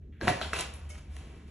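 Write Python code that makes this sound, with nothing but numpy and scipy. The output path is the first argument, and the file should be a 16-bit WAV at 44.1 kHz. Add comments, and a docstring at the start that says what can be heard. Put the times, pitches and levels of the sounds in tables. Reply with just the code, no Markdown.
"""Kittens on a loose rug.

Kittens dash over a stiff play rug on a tiled floor in a small, live room, above a low machine hum.
Thuds, rug slaps and early echoes are damped sines falling in pitch; slaps and echoes add a noise crack.
Scuffs, rustle, rug shifts and a faint hiss are coloured random snaps; claw squeaks are wavering modes.
All these but the hum also feed a tail of noise that decays band by band."""
import sys
import numpy as np
from scipy import signal
from scipy.fft import rfft, irfft
from scipy.io import wavfile

SR = 44100
rng = np.random.default_rng(int(sys.argv[2]) if len(sys.argv) > 2 else 0)


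def persist_wave(psi):
    """Save psi, clipped to +-1, as 16-bit WAV."""
    counts = np.round(np.clip(psi, -1, 1) * 32767).astype(np.int16)
    wavfile.write(sys.argv[1], SR, np.atleast_2d(counts).T)


N = 66150
TIME_S = np.arange(N) / SR


def from_db(db):
    """Decibels to amplitude gain."""
    return 10 ** (np.asarray(db) / 20)


def rms_one(x):
    """Scale to unit rms."""
    return x / np.sqrt(np.mean(x ** 2) + 1e-20)


def at_hz(points, hz):
    """Interpolate a table on a log-frequency axis."""
    f_hz, value = np.transpose(points)
    return np.interp(np.log(hz + 1), np.log(f_hz + 1), value)


def bins_hz(x):
    """Bin frequencies of the spectrum of x."""
    return np.fft.rfftfreq(x.shape[-1], 1 / SR)


def colour(x, spectrum, tilt_db_per_oct=0):
    """Filter by a spectrum plus a tilt, nearly constant per octave above its first point; rms 1."""
    hz = bins_hz(x)
    octaves = np.log2(1 + hz / spectrum[0][0])
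    gain = from_db(at_hz(spectrum, hz) + tilt_db_per_oct * octaves)
    return rms_one(irfft(rfft(x) * gain, N))


def drift(rate_hz):
    """Random curve: straight lines between normal knots of spread 1."""
    knots = rng.standard_normal(1000)
    return np.interp(TIME_S * rate_hz, np.arange(len(knots)), knots)


def dying(start_s, t60_s):
    """Exponential decay from start_s, 60 dB per t60_s."""
    age_s = TIME_S - start_s
    return (age_s >= 0) * np.exp(-np.log(1000) * np.maximum(age_s, 0) / max(t60_s, 1e-4))


def stroke(start_s, attack_s, hold_s, release_t60_s):
    """Envelope: linear attack, hold, exponential release."""
    end_s = start_s + attack_s + hold_s
    attack = np.clip((TIME_S - start_s) / max(attack_s, 1e-4), 0, 1)
    return attack * ((TIME_S < end_s) + dying(end_s, release_t60_s))


# left-right likeness of diffuse sound: f/Hz, coherence/1
COHERENCE = [(120, 1), (400, 0.89), (850, 0.057), (1700, 0.9), (2400, 0.51), (3300, 0.13), (4300, 0.85),
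             (5000, 0.252), (5450, 0.66), (6000, 0.56), (6900, 0.67), (9200, 1), (11000, 0.51)]


def diffuse():
    """White stereo noise; the mid/side balance sets channel coherence against frequency."""
    mid, side = rfft(rng.standard_normal((2, N)))
    alike = np.clip(at_hz(COHERENCE, bins_hz(TIME_S)), 0, 1)
    common = np.sqrt((1 + alike) / 2) * mid
    opposed = np.sqrt((1 - alike) / 2) * side * [[1], [-1]]
    return irfft(common + opposed, N)


# machine hum lines, mean level as rms: f/Hz, level/dB
HUM_LINES = [(60, -56.5), (74, -49.5), (143, -60.5), (210, -66)]
HUM_WAVER_DB, HUM_WANDER_RAD = 2.5, 1


def hum():
    """Machine tones: sines with wavering level and wandering phase."""
    total = 0
    for hz, db in HUM_LINES:
        level = from_db(db + HUM_WAVER_DB * drift(4.8))
        cycles = hz * TIME_S + rng.random()
        total = total + level * np.sin(2 * np.pi * cycles + HUM_WANDER_RAD * drift(7.15))
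    return np.sqrt(2) * total  # rms to peak


# room noise, relative density: f/Hz, level/dB per Hz
AIR_COLOUR = [(20, -31), (45, -0.5), (70, 6.5), (110, -9.5), (200, -13), (330, -18.5), (500, -34),
              (900, -43.5), (2000, -55), (5000, -57.5), (12000, -65.5)]
AIR_RMS_DB = -46.5


def air():
    """Room noise: coloured diffuse noise at steady level."""
    return from_db(AIR_RMS_DB) * colour(diffuse(), AIR_COLOUR)


FIBRES_PER_S, FIBRE_SPREAD_DB = 5000, 3


def fibres():
    """Tiny snaps, as of pile fibres: random impulses of uneven size and either sign."""
    size_db = FIBRE_SPREAD_DB * np.minimum(rng.exponential(1, N), 4)
    snaps = from_db(size_db) * rng.choice([-1, 1], N)
    return snaps * (rng.random(N) < FIBRES_PER_S / SR)


def soft_noise(level, spectrum, tilt_db_per_oct=0):
    """Coloured snaps under a level curve held beyond its end points."""
    envelope = from_db(np.interp(TIME_S, *np.transpose(level)))
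    return envelope * colour(fibres(), spectrum, tilt_db_per_oct)


# rug shifts on the tiles, level curve: t/s, level/dB
SHIFT_CURVE = [(0.6, -65), (0.8, -72), (1.0, -65.5), (1.1, -72), (1.25, -58.5), (1.5, -60)]
# rug on tiles, relative density: f/Hz, level/dB per Hz
SHIFT_COLOUR = [(100, 2), (220, 1.5), (420, -2), (700, -23), (1300, -66), (2500, -85)]


def rug_shift():
    """Rug slides on tiles: low-coloured snaps."""
    return soft_noise(SHIFT_CURVE, SHIFT_COLOUR)


# faint mid-band hiss, level curve: t/s, level/dB
HISS_CURVE = [(0.014, -100), (0.02, -78), (0.118, -99), (0.124, -67), (0.15, -71.5), (0.2, -72),
              (0.23, -74)]
# faint mid-band hiss, relative density: f/Hz, level/dB per Hz
HISS_COLOUR = [(900, -28), (1620, 2), (2200, -0.5), (3500, -9), (5000, -29.5)]


def soft_hiss():
    """Faint mid-band hiss: dense coloured snaps."""
    return soft_noise(HISS_CURVE, HISS_COLOUR)


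# kittens wrestle, level curve: t/s, level/dB
RUSTLE_CURVE = [(0.17, -100), (0.23, -45.5), (0.75, -58), (0.87, -64.5), (1.08, -67), (1.2, -60),
                (1.42, -66), (1.5, -82)]
# fibres under a claw, relative density: f/Hz, level/dB per Hz
PILE_COLOUR = [(100, -6), (300, -3), (700, -0.5), (1100, -2.5), (1800, -6.5), (2600, -2), (4000, -9.5),
               (6200, -11.5), (8000, -9), (10200, -7), (11200, -18.5), (12500, -53)]


def rustle():
    """Wrestling kittens rub the pile: fibre snaps, tilted down."""
    return soft_noise(RUSTLE_CURVE, PILE_COLOUR, tilt_db_per_oct=-1.62)


# pile scuffed: t/s, attack/s, hold/s, release t60/s, level/dB, tilt/dB per octave, room send/dB
SCUFF_STROKES = [(0.205, 0.0058, 0.066, 0.071, -43.5, -3.5, -4.5),
                 (0.271, 0.0053, 0.023, 0.028, -32.5, -2, 1), (0.409, 0.00099, 0.03, 0.23, -47.5, 0, 0),
                 (0.523, 0.015, 0.077, 0.16, -38.5, 0, -3), (0.587, 0.0026, 0.0032, 0.0081, -40, 3, -5),
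                 (0.606, 0.0027, 0.0019, .012, -31.5, 9, -10),
                 (0.733, 0.004, 0.0033, 0.024, -48.5, 11, 0.5), (0.89, 0.0022, 0.012, 0.048, -50.5, 4, 3),
                 (0.933, 0.011, 0.046, 0.11, -57.5, 0.5, -5), (1.093, 0.055, 0.038, 0.11, -64, 3, 6),
                 (1.165, 0.00041, 0.0023, 0.0045, -44.5, 2.5, -19),
                 (1.459, 0.008, 0.014, 0.086, -65.5, -0.5, 5)]
SCUFF_JITTER_DB = 3


def scuffs():
    """Paws drag through the pile: jittered fibre snaps per stroke; (sound, room_db) pairs."""
    snaps = fibres() * from_db(SCUFF_JITTER_DB * drift(150))
    sounds = []
    for start_s, attack_s, hold_s, release_s, db, tilt_db_per_oct, room_db in SCUFF_STROKES:
        envelope = from_db(db) * stroke(start_s, attack_s, hold_s, release_s)
        sounds.append((envelope * colour(snaps, PILE_COLOUR, tilt_db_per_oct), room_db))
    return sounds


CONTACT_CYCLES = 0.62  # rise time in cycles of the settled pitch
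BEND_RISE, BEND_S = 0.76, 0.00047  # higher bending waves arrive first: extra pitch share, settling time
CRACK_T60_S = 0.008


def contact(start_s, db, hz, t60_s, crack=0):
    """Damped sine settling down in pitch, plus an optional noise crack, with a linear rise."""
    age_s = np.maximum(TIME_S - start_s, 0)
    cycles = hz * (age_s + BEND_RISE * BEND_S * (1 - np.exp(-age_s / BEND_S)))
    rise = np.clip(age_s * hz / CONTACT_CYCLES, 0, 1)
    ring = np.sin(2 * np.pi * cycles) * dying(start_s, t60_s)
    return from_db(db) * rise * (ring + crack * dying(start_s, CRACK_T60_S))


# rug slaps tiles, claws tap, early echoes off a wall:
# t/s, level/dB, f/Hz, t60/s, room send/dB, crack re level/dB
SLAP_HITS = [(0.2124, -29.5, 1596, 0.04, -2.5, 5), (0.2795, -14, 1830, 0.0091, -4, -20),
             (0.2804, -5.5, 1364, 0.0054, -13, -9), (0.287, -23.5, 3140, 0.0079, -8.5, -8),
             (0.2915, -22.5, 1650, 0.019, -3, 0.5), (0.4140, -12, 1370, 0.0051, -3.5, -8),
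             (0.4196, -26.5, 3010, 0.011, 3, -12), (0.4229, -32.5, 1490, 0.0052, 1.5, -3.5),
             (0.4272, -26.5, 2510, 0.0082, -6, -9.5), (0.5327, -12.5, 1280, 0.0063, -9.5, -8),
             (0.5402, -33, 2410, 0.012, 9, 3), (0.5965, -26, 3190, 0.0058, -0.5, -17),
             (0.9545, -45, 1910, 0.022, -18, -7), (0.9816, -44, 1190, 0.0015, -8.5, -7),
             (1.1420, -51.5, 1000, 0.0058, -12, -16), (1.1662, -40, 1750, 0.01, -8, -21)]
# crack of the stiff backing, relative density: f/Hz, level/dB per Hz
CRACK_COLOUR = [(300, -5.5), (900, 8.5), (1900, 5), (2900, -14.5), (4100, 0.5), (5200, -8), (8000, -41),
                (10500, -22), (12300, -26)]


def slaps():
    """Slaps, claw taps and early echoes: damped ring plus noise crack; (sound, room_db) pairs."""
    crack = colour(rng.standard_normal(N), CRACK_COLOUR)
    return [(contact(start_s, db, hz, t60_s, from_db(crack_db) * crack), room_db)
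            for start_s, db, hz, t60_s, room_db, crack_db in SLAP_HITS]


# paws and bodies land on the padded floor: t/s, level/dB, f/Hz, t60/s, room send/dB
THUD_HITS = [(0.221, -25, 320, 0.035, -5.5), (0.2310, -31, 540, 0.086, -3.5), (0.232, -31, 101, 0.12, -6),
             (0.239, -27, 228, 0.052, -8), (0.2725, -23.5, 725.5, 0.18, -6),
             (0.2728, -18.5, 406, 0.017, -3.5), (0.2790, -23.5, 129, 0.064, 0), (0.28, -27, 215, 0.028, -6),
             (0.292, -24, 160, 0.063, -10), (0.2990, -23, 547, 0.021, -1.5), (0.3100, -28, 94, 0.083, -24),
             (0.3215, -24.5, 630, 0.012, -8), (0.3670, -30.5, 330, 0.018, -31),
             (0.4150, -23.5, 640, 0.013, -41), (0.556, -39, 160, 0.041, -9)]


def thuds():
    """Paws and bodies land: damped rings, no crack; (sound, room_db) pairs."""
    return [(contact(start_s, db, hz, t60_s), room_db)
            for start_s, db, hz, t60_s, room_db in THUD_HITS]


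# claw catches the backing: t/s, hold/s, level/dB
SQUEAK_CATCHES = [(0.901, 0.0069, -54), (0.922, 0.0047, -61.5)]
# modes of the caught backing: f/Hz, level/dB, t60/s
BACKING_MODES = [(602, -4, 0.14), (1229, -3.5, 0.07), (2198, 1, 0.11), (2676, -9.5, 0.065),
                 (3045, -10, 0.086), (5400, -2, .04), (6435, 2, 0.028)]
SQUEAK_ATTACK_S, SQUEAK_PITCH_WAVER = 0.0015, 0.0079  # waver as share of pitch


def squeaks():
    """Slipping claw drives unsteady modes, which ring on after the hold."""
    total = 0
    for start_s, hold_s, db in SQUEAK_CATCHES:
        for hz, mode_db, t60_s in BACKING_MODES:
            pitch_hz = hz * (1 + SQUEAK_PITCH_WAVER * drift(300))
            tone = np.sin(2 * np.pi * np.cumsum(pitch_hz) / SR)
            envelope = stroke(start_s, SQUEAK_ATTACK_S, hold_s, t60_s)
            total = total + from_db(db + mode_db) * envelope * tone
    return total


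# reverberation: f/Hz, t60/s
ROOM_DECAY = [(100, 0.41), (300, 0.41), (700, 0.49), (2000, 0.41), (5000, 0.39), (11000, 0.22)]
FIRST_ECHO_S, ECHO_BUILD_S = 0.0018, 0.00062


def room(x):
    """Reflections off tiles and walls: convolution with diffuse noise decaying per band."""
    hz, noise, tail = bins_hz(TIME_S), rfft(diffuse()), 0
    for k, (_, t60_s) in enumerate(ROOM_DECAY):
        band = [(f_hz, j == k) for j, (f_hz, _) in enumerate(ROOM_DECAY)]  # overlapping crossfades
        tail = tail + irfft(noise * at_hz(band, hz), N) * dying(0, t60_s)
    tail = tail * np.clip((TIME_S - FIRST_ECHO_S) / ECHO_BUILD_S, 0, 1)
    unit_energy = rms_one(tail) / np.sqrt(N)
    return signal.fftconvolve(x[None], unit_energy, axes=1)[:, :N]


SOFT_ROOM_DB, SQUEAK_ROOM_DB = -0.5, -3


def scene():
    """Direct sounds plus their room tail, over hum and room noise."""
    soft = rug_shift() + soft_hiss() + rustle()
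    sounds = [(soft, SOFT_ROOM_DB)] + scuffs() + slaps() + thuds() + [(squeaks(), SQUEAK_ROOM_DB)]
    direct = sum(sound for sound, _ in sounds)
    room_send = sum(from_db(room_db) * sound for sound, room_db in sounds)
    return direct + room(room_send) + hum() + air()


# signed left-right phase difference of the stereo processing: f/Hz, phase/rad
STEREO_PHASE = [(0, 0), (860, -0.6), (2240, 0.3), (3270, -0.6), (4130, -0.5), (4740, -3.1), (5170, -2.6),
                (5680, -0.1), (6200, 0.2), (8440, 2.9), (9560, 3.3), (11300, 5.2), (11700, 6.2),
                (12700, 6.3)]
CUTOFF_HZ = 12700


def record(dry):
    """Stereo processing: signed phase difference split between channels, then a steep low-pass."""
    padded = np.pad(dry, ((0, 0), (0, N)))
    phase_rad = np.interp(bins_hz(padded), *np.transpose(STEREO_PHASE))
    turn = np.exp(0.5j * phase_rad * np.array([[1], [-1]]))
    pair = irfft(rfft(padded) * turn)[:, :N]
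    # order 10, 0.2 dB ripple, 80 dB stopband
    low_pass = signal.ellip(10, 0.2, 80, CUTOFF_HZ, fs=SR, output="sos")
    return signal.sosfilt(low_pass, pair)


dry = scene()
out = record(dry)
persist_wave(out)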